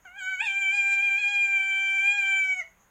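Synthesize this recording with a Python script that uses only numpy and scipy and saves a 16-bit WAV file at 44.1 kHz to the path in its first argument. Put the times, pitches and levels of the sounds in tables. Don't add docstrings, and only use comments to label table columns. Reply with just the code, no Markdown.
import sys
import numpy as np
from scipy import signal
from scipy.fft import rfft, irfft
from scipy.io import wavfile
from scipy.ndimage import uniform_filter1d

SR = 44100
rng = np.random.default_rng(int(sys.argv[2]) if len(sys.argv) > 2 else 0)


def boost_factor(decibels):
    exponent = np.asarray(decibels, float) / 20
    return 10 ** exponent


def generate_wav(sig):
    pcm = np.round(np.clip(np.atleast_2d(sig).T, -1, 1) * 32767).astype(np.int16)
    wavfile.write(sys.argv[1], SR, pcm)


N = 127890
TIME_S = np.arange(N) / SR


def evened(x):
    return x / np.sqrt(np.mean(x ** 2) + 1e-20)


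def read(points, where):
    position, value = np.transpose(points)
    return np.interp(np.log(where + 0.0012), np.log(position), value)


def coloured(gain):
    spectrum = rfft(rng.standard_normal(N))
    return evened(irfft(spectrum * gain(np.fft.rfftfreq(N, 1 / SR)), N))


def peak(hz, width_hz):
    return lambda f: 1 / (1 + ((f - hz) / width_hz * 2) ** 2)


def bump(t, top_s, rise_s, fall_s):
    return np.exp(-((t - top_s) / np.where(t < top_s, rise_s, fall_s)) ** 2)


def insects():
    throb_hz, throb_top_s, throb_depth_db = 7.22, 0.055, 11
    swell = (np.cos(2 * np.pi * throb_hz * (TIME_S - throb_top_s)) - 1) / 2
    throb_db = throb_depth_db * swell + 1.2 * coloured(peak(0, 40))
    return boost_factor(-66 + throb_db) * coloured(peak(6600, 650))


# (pitch_hz, level_db)
AIR_COLOUR = [(25, -13), (50, -8.5), (110, -7.5), (330, -13), (1000, -7.5), (2200, -12.5), (5200, -32),
              (15000, -23.5)]


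def still_air():
    return boost_factor(-65.5) * coloured(lambda f: boost_factor(read(AIR_COLOUR, f)) * (f > 20))


# (pitch_hz, level_db)
HUMS = [(51, -72), (100, -81), (187, -79)]


def hum():
    return sum(boost_factor(level_db) * coloured(peak(hz, 32)) for hz, level_db in HUMS)


# (time_s, pitch_hz, effort_db, mouth_open_0_to_1)
WAIL_LINE = [(0.052, 790, -44.5, 0), (0.081, 692, -43, 0.78), (0.128, 747, -49.5, 0.06),
             (0.216, 735.5, -32.5, 0), (0.301, 765, -31.5, 0.16), (.375, 737.3, -30.5, 0.43),
             (0.492, 780, -26.5, 1), (0.588, 794, -26.5, 0.94), (.68, 773.8, -24.5, 1),
             (0.842, 789, -24, 1), (1.139, 790.7, -24.5, 0.88), (1.31, 814.5, -27.5, 0.97),
             (1.601, 780.6, -24, 1), (1.968, 781.6, -24, 1), (2.299, 783.4, -23.5, 0.84),
             (2.499, 760.5, -25, 0.81), (2.6, 733.2, -23, 0.62), (2.625, 642, -34, 0.6)]
# (top_s, rise_hz, rise_s, fall_s, level_db)
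CHEST_CATCHES = [
    (0.177, 74.5, 0.024, 0.032, -0.5),
    (0.437, 161.5, .03, 0.03, 2.5),
    (.75, 34.5, 0.032, .05, -3.5),
    (0.929, 8, 0.1, .02, 1.5),
    (1.029, 19, 0.017, 0.037, -2.5),
    (1.204, 32.5, .025, 0.016, -4),
    (1.987, -13.5, 0.005, 0.012, 0),
    (2.072, 17, .04, 0.051, 1.5),
    (2.162, 29.5, 0.056, 0.046, -2.5),
    (2.547, -3.5, 0.014, 0.017, -4),
]
# (time_s, length_s, level_db)
LOWEST_PARTIAL_DIPS = [
    (.38, .015, -18),
    (.705, .015, -14),
    (1.215, .025, -16),
    (1.7, .1, -4),
    (1.89, .04, -6),
    (2.0, .02, -14),
    (2.43, .03, -15),
]


def voice_line():
    times_s, *rows = np.transpose(WAIL_LINE)
    hz, effort_db, mouth = (uniform_filter1d(np.interp(TIME_S, times_s, row), size=600) for row in rows)
    for top_s, rise_hz, rise_s, fall_s, level_db in CHEST_CATCHES:
        shape = bump(TIME_S, top_s, rise_s, fall_s)
        hz = hz + rise_hz * shape
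        effort_db = effort_db + level_db * shape
    return hz, effort_db, np.clip(mouth, 0, 1)


# (partial_number, level_db)
MOUTH_SHUT = [(1, -23.5), (2, 0), (3, -8.5), (4, -21), (5, -29), (6, -31.5), (7, -46.5), (8, -43), (9, -19),
              (10, -24.5), (11, -53.5), (12, -51.5), (13, -60), (14, -67.5), (15, -57), (16, -55),
              (17, -52.5), (18, -46.5), (19, -49.5), (20, -43)]
# (partial_number, level_db)
MOUTH_OPEN = [(1, -25.5), (2, -15), (3, 0), (4, -18.5), (5, -45.5), (6, -49), (7, -43), (8, -37.5),
              (9, -28), (10, -43.5), (11, -42.5),
              (12, -62), (13, -68), (14, -69), (15, -65), (16, -70), (17, -68), (18, -50), (19, -51),
                  (20, -60)]
# (partial_number, level_db per 30 Hz of pitch)
STRAIN_COLOUR = [(1, 9.5), (3, 1), (4, 1.5), (5, 30.5), (6, 27.5), (7, 6.5), (9, 8.5), (11, 9.5), (13, 2.5),
                 (17, 8.5)]
# (partial_number, level_db)
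SOFT_COLOUR = [(1, 10), (2, -0.5), (3, -4), (4, -8.5), (5, -7), (9, -15), (20, -14)]
# (partial_number, level_db)
CLOSING_COLOUR = [(1, -5.5), (2, -15), (3, -3.5), (4, -16.5), (6, -6), (9, -2), (20, -9.5)]
# (partial_number, level_db)
YELP_COLOUR = [(1, 6), (2, -5), (3, -3), (4, 3), (6, -1), (12, -4)]


def partials(hz, mouth, shaken):
    strain = mouth ** 6 * np.clip((hz - 789.7) / 30, 0, 1)
    soft = np.clip((0.19 - TIME_S) / 0.013, 0, 1)
    closing = np.interp(TIME_S, [2.44, 2.6], [0, 1])
    dip_db = sum(db * bump(TIME_S, top_s, length_s, length_s) for top_s, length_s, db in LOWEST_PARTIAL_DIPS)

    wander = 0.0024 * coloured(peak(0, 34))
    jitter = (0.001 + 0.009 * shaken) * coloured(peak(0, 200))
    hz = hz * (1 + wander + jitter)
    yelp = np.clip((hz - 800) / 70, 0, 1)
    turn = 2 * np.pi * np.cumsum(hz) / SR

    follow = 0.7
    shut_shift = (hz / 781) ** (1 - follow)
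    open_shift = (hz / 780) ** (1 - follow)
    tone = np.zeros(N)
    for k in range(1, 21):
        level_db = (1 - mouth) * read(MOUTH_SHUT, k * shut_shift)
        level_db += mouth * read(MOUTH_OPEN, k * open_shift)
        level_db += read(STRAIN_COLOUR, k) * strain + read(YELP_COLOUR, k) * yelp
        level_db += read(SOFT_COLOUR, k) * soft + read(CLOSING_COLOUR, k) * closing
        level_db += (k == 1) * dip_db
        shimmer_db = 0.72 + 2.2 * (1 - mouth) + 2.1 * (k >= 4)
        level_db += shimmer_db * coloured(peak(0, 22))
        level_db += 5 * shaken * coloured(peak(0, 96))
        wave = np.cos(k * turn + 2 * np.pi * rng.random())
        tone += np.sqrt(2) * boost_factor(level_db) * wave * (k * hz < 15700)
    return tone


# (pitch_hz, width_hz, level_db)
BREATH_BANDS = [(2083, 350, -36.5), (7450, 3100, -40.5), (14400, 3200, -58), (1100, 940, -56),
                (4970, 6000, -54), (10800, 1200, -70)]


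def breath():
    air = np.zeros(N)
    for hz, width_hz, level_db in BREATH_BANDS:
        band = coloured(lambda f: peak(hz, width_hz)(f) ** 2)
        air += boost_factor(level_db + 2.5 * coloured(peak(0, 30))) * band
    return air


def wail():
    start_s, attack_s, release_s = 0.051, 0.0045, 0.013
    hz, effort_db, mouth = voice_line()
    glide_hz_per_s = uniform_filter1d(abs(np.gradient(hz)) * SR, size=1300)
    shaken = np.clip(glide_hz_per_s / 4600, 0, 1) ** 3
    voice = partials(hz, mouth, shaken) + breath() * boost_factor(7 * shaken)
    fade_in = np.clip((TIME_S - start_s) / attack_s, 0, 1)
    fade_out = np.clip((WAIL_LINE[-1][0] + release_s - TIME_S) / release_s, 0, 1)
    crack = boost_factor(-57) * bump(TIME_S, start_s + 0.0018, 0.0054, 0.007) * coloured(peak(1300, 1400))
    return fade_in * fade_out * boost_factor(effort_db) * voice + crack


# (pitch_hz, level_db)
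HISS_COLOUR = [(2500, -22), (3500, 0), (6000, -1), (8500, -5), (10500, -13), (15000, -14)]


def hiss():
    air = coloured(lambda f: boost_factor(read(HISS_COLOUR, f)) * (f > 2000))
    return boost_factor(-55) * bump(TIME_S, 0.93, 0.01, 0.032) * air


def sigh():
    start_s, length_s, pitch_hz, fade_db_per_s = 2.608, 0.115, 665, -150
    t = TIME_S - start_s
    gate = np.clip(t / 0.012, 0, 1) * np.clip((length_s - t) / 0.02, 0, 1)
    hz = pitch_hz * (1 + 0.03 * np.exp(-abs(t) / 0.03) * coloured(peak(0, 120)))
    level_db = -45 + fade_db_per_s * np.maximum(t, 0) + 2 * coloured(peak(0, 66))
    return gate * boost_factor(level_db) * np.sin(2 * np.pi * np.cumsum(hz) / SR)


def peep():
    return boost_factor(-68.5) * bump(TIME_S, 2.8, 0.03, 0.03) * np.sin(2 * np.pi * 1152 * TIME_S)


# (pitch_hz, decay_s)
WALL_DECAY = [(500, .2), (1500, .25), (3000, .26), (7000, .11), (14000, .08)]
# (pitch_hz, level_db)
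WALL_TINT = [(600, -11), (1600, -2.5), (2300, -8), (3500, 3), (8000, 3)]
# (delay_s, level_db)
FIRST_ECHOES = [(.0021, -16), (.0047, -20.5), (.0083, -18.5), (.0126, -31), (.019, -15.5), (.057, -30.5)]


def walls(x):
    taps = np.zeros(SR // 2)
    at = np.arange(400, len(taps) - 20, 20)
    taps[at + rng.integers(0, 20, len(at))] = rng.choice([-1., 1.], len(at))
    hz, t, bands = signal.stft(taps, SR, nperseg=256)
    fade_db = read(WALL_TINT, hz)[:, None] - 60 * t / read(WALL_DECAY, hz)[:, None]
    tail = signal.istft(bands * boost_factor(fade_db), SR, nperseg=256)[1]
    tail = boost_factor(-9.5) * tail / np.linalg.norm(tail)
    tail[0] = 1
    for k, (delay_s, level_db) in enumerate(FIRST_ECHOES):
        tail[round(delay_s * SR)] += (-1) ** k * boost_factor(level_db)
    return signal.fftconvolve(x, tail)[:N]


def scene():
    night = insects() + still_air() + hum() + peep()
    animal = walls(wail() + hiss() + sigh())
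    return (night + animal)[None]


def roll_off(x):
    return signal.sosfilt(signal.butter(12, 15660, fs=SR, output="sos"), x)


def record(dry):
    return roll_off(dry)


dry = scene()
out = record(dry)
generate_wav(out)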